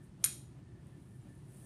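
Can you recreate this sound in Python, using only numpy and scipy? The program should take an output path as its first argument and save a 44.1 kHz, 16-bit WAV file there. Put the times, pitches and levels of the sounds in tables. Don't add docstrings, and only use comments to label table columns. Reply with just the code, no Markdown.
import sys
import numpy as np
from scipy import signal
from scipy.fft import rfft, irfft
from scipy.io import wavfile

SR = 44100
rng = np.random.default_rng(int(sys.argv[2]) if len(sys.argv) > 2 else 0)


def transcribe(signal):
    frames = np.atleast_2d(signal).T
    limited = np.clip(frames, -1, 1)
    pcm = np.round(limited * 32767).astype(np.int16)
    wavfile.write(sys.argv[1], SR, pcm)


N = 72765


def from_db(db):
    return 10 ** (np.asarray(db) / 20)


def rms_one(x):
    return x / np.sqrt(np.mean(x ** 2) + 1e-20)


def at_hz(curve, hz):
    freqs, values = np.transpose(curve)
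    return np.interp(np.log(hz), np.log(freqs), values)


def colour(noise, spectrum):
    hz = np.maximum(np.arange(N // 2 + 1) * SR / N, 1)
    return rms_one(irfft(rfft(noise) * from_db(at_hz(spectrum, hz)), N))


def fader(curve):
    times, db = np.transpose(curve)
    return from_db(np.interp(np.arange(N) / SR, times, db))


def drift(rate_hz):
    hop, warm_up = 40, 2000
    pole = np.exp(-2 * np.pi * rate_hz * hop / SR)
    noise = rng.standard_normal(N // hop + warm_up + 2)
    slow = signal.lfilter([1], [1, -2 * pole, pole * pole], noise)[warm_up:]
    return np.interp(np.arange(N) / hop, np.arange(len(slow)), rms_one(slow))


def ring(x, hz, t60):
    decay, angle = from_db(-60 / (t60 * SR)), 2 * np.pi * hz / SR
    return signal.lfilter([0, np.sin(angle)], [1, -2 * decay * np.cos(angle), decay ** 2], x + 1e-18)


def ventilation(rumble_db=-52.5, swell_db=.69, whistle_hz=1775, whistle_width_hz=30):
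    # f/Hz, relative level/dB
    bed_eq = [(15, -51.5), (25, -31), (50, -9.5), (100, -3), (129, 2), (203, -7.5), (226, -12), (370, -13),
              (466, -29), (700, -29.5), (1800, -37.5), (5800, -47), (7600, -47.5), (9000, -43.5),
              (11000, -55), (12500, -62.5), (15300, -71.5)]
    # t/s, level/dB
    whistle_ride = [(0, -74.5), (.15, -90), (.55, -86.5), (.68, -82), (.79, -72.5), (.86, -93),
                    (.95, -73.5), (1.03, -102), (1.13, -76), (1.2, -92), (1.3, -73.5), (1.42, -85),
                    (1.57, -78.5), (1.65, -79)]
    rumble_gain = from_db(rumble_db + swell_db * drift(rate_hz=9))
    rumble = colour(rng.standard_normal(N), bed_eq)
    whistle_t60 = np.log(1000) / (np.pi * whistle_width_hz)
    whistle = rms_one(ring(rng.standard_normal(N), whistle_hz, whistle_t60))
    return rumble_gain * rumble + fader(whistle_ride) * whistle


def rope(grains_per_s=6700):
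    # t/s, level/dB
    rustle_ride = [(0, -88), (.042, -71), (.11, -87), (.18, -90), (.245, -65), (.32, -89), (.6, -97),
                   (.82, -86), (.885, -78), (.955, -81.5), (1.02, -76.5), (1.085, -78), (1.16, -75),
                   (1.23, -79.5), (1.35, -77), (1.43, -79), (1.54, -66.5), (1.65, -65)]
    # f/Hz, relative level/dB
    rustle_eq = [(1500, -22), (2700, -13), (4300, -14), (7400, -5.5), (8300, 1.5), (9500, 6.5),
                 (11000, -1.5), (13000, -10), (15300, -12)]
    grains = rng.standard_normal(N) * (rng.random(N) < grains_per_s / SR)
    return fader(rustle_ride) * colour(grains, rustle_eq)


def cloth():
    # t/s, level/dB
    rub_ride = [(0, -78), (.17, -80), (.23, -65), (.35, -73.5), (.54, -80), (.59, -70.5), (.68, -93),
                (.76, -77), (.9, -70.5), (1.0, -78), (1.12, -80), (1.19, -92), (1.27, -67.5), (1.36, -93),
                (1.44, -82), (1.56, -71), (1.65, -73)]
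    # f/Hz, relative level/dB
    rub_eq = [(300, -16), (550, 9), (900, -1), (1600, -7), (3000, -8.5), (6000, -25.5)]
    return fader(rub_ride) * colour(rng.standard_normal(N), rub_eq)


def strike(times, touch_db, modes, low_cut_hz, spread_db=3.5, contact_s=.0005):
    shape = len(times), len(modes)
    scatter_db = spread_db * rng.standard_normal(shape)
    lags = contact_s * rng.random(shape)
    signs = rng.choice([-1, 1], shape)
    struck = np.zeros(N)
    for k, (hz, mode_db, t60) in enumerate(modes):
        clicks = np.zeros(N)
        onsets = ((times + lags[:, k]) * SR).astype(int)
        np.add.at(clicks, onsets, from_db(touch_db + mode_db + scatter_db[:, k]) * signs[:, k])
        struck += ring(clicks, hz, t60)
    return signal.sosfilt(signal.butter(3, low_cut_hz, "high", fs=SR, output="sos"), struck)


def carabiner():
    # t/s, knock drive/dB, ring drive/dB
    touches = [(.2394, -34, -56), (.2413, -16, -20), (.2422, -21, -18), (.2433, -30, -28),
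               (.2447, -29, -27), (.2463, -36, -18), (.2472, -38, -18), (.2502, -38, -26),
               (.2553, -38, -27), (.2598, -25, -29), (.2625, -40, -31), (.2653, -40, -32), (.869, -68, -64),
               (1.352, -70, -62)]
    # f/Hz, relative level/dB, t60/s
    knock_modes = [(800, -19, .006), (1650, -12, .005), (2100, -17, .003), (2700, -17, .0025),
                   (3500, -12, .0025), (4400, -7, .004), (5200, -9, .0025), (6000, -5, .003),
                   (6700, -5, .0035), (7600, -6, .003)]
    # f/Hz, relative level/dB, t60/s
    metal_modes = [(6890, -23, .035), (7020, -23, .035), (8570, -8, .009), (8960, -8, .013),
                   (9230, -7, .016), (9600, -7, .011), (10000, -7, .008), (10300, -8, .008),
                   (10800, -14, .008), (11351, -19, .05), (12000, -20, .008), (12705, -21, .03),
                   (13900, -24, .015), (15180, -32, .02)]
    times, knock_db, ring_db = np.transpose(touches)
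    knock = strike(times, knock_db, knock_modes, low_cut_hz=1250)
    ringing = strike(times, ring_db, metal_modes, low_cut_hz=5100)
    return knock + ringing


def room(x, wet_db=-9, predelay_s=.0029, rise_s=.002):
    # f/Hz, t60/s
    decay_times = [(500, 0.31), (1320, 0.21), (3480, 0.42), (9190, 0.36)]
    # f/Hz, relative level/dB
    tail_eq = [(500, 1.5), (1300, 4.5), (2600, 3.5), (4100, 2), (6000, -2.5), (9400, -3), (12000, -9.5),
               (15000, -5.5)]
    t = np.arange(SR) / SR
    white, tail = rng.standard_normal((2, SR)), np.zeros(SR)
    edges_hz = 250 * 2 ** (np.arange(19) / 3)
    for k, (low, high) in enumerate(zip(edges_hz, edges_hz[1:])):
        hz = np.sqrt(low * high)
        bandpass = signal.butter(2, [low, high], "band", fs=SR, output="sos")
        band = signal.sosfilt(bandpass, white[k % 2])
        tail += band * from_db(at_hz(tail_eq, hz) - 60 * t / at_hz(decay_times, hz))
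    tail *= 1 - np.exp(-t / rise_s)
    tail /= np.sqrt(np.sum(tail ** 2))
    response = np.concatenate([np.zeros(int(predelay_s * SR)), tail])
    return from_db(wet_db) * signal.fftconvolve(x, response)[:N]


def tinkles():
    # t/s, f/Hz, level/dB, t60/s
    pings = [(1.215, 7200, -77, .25), (1.225, 10300, -77, .15), (1.295, 10300, -74, .15),
             (1.375, 10300, -74, .15)]
    t, ringing = np.arange(N) / SR, np.zeros(N)
    for onset, hz, db, t60 in pings:
        envelope = (t > onset) * from_db(db - 60 * np.maximum(t - onset, 0) / t60)
        ringing += envelope * np.sin(2 * np.pi * hz * t)
    return ringing


def scene():
    metal = carabiner() + tinkles()
    return (metal + room(metal) + rope() + cloth() + ventilation())[None]


def record(dry):
    cutoff_hz = 15280
    return signal.sosfilt(signal.ellip(12, .5, 70, cutoff_hz, fs=SR, output="sos"), dry)


dry = scene()
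out = record(dry)
transcribe(out)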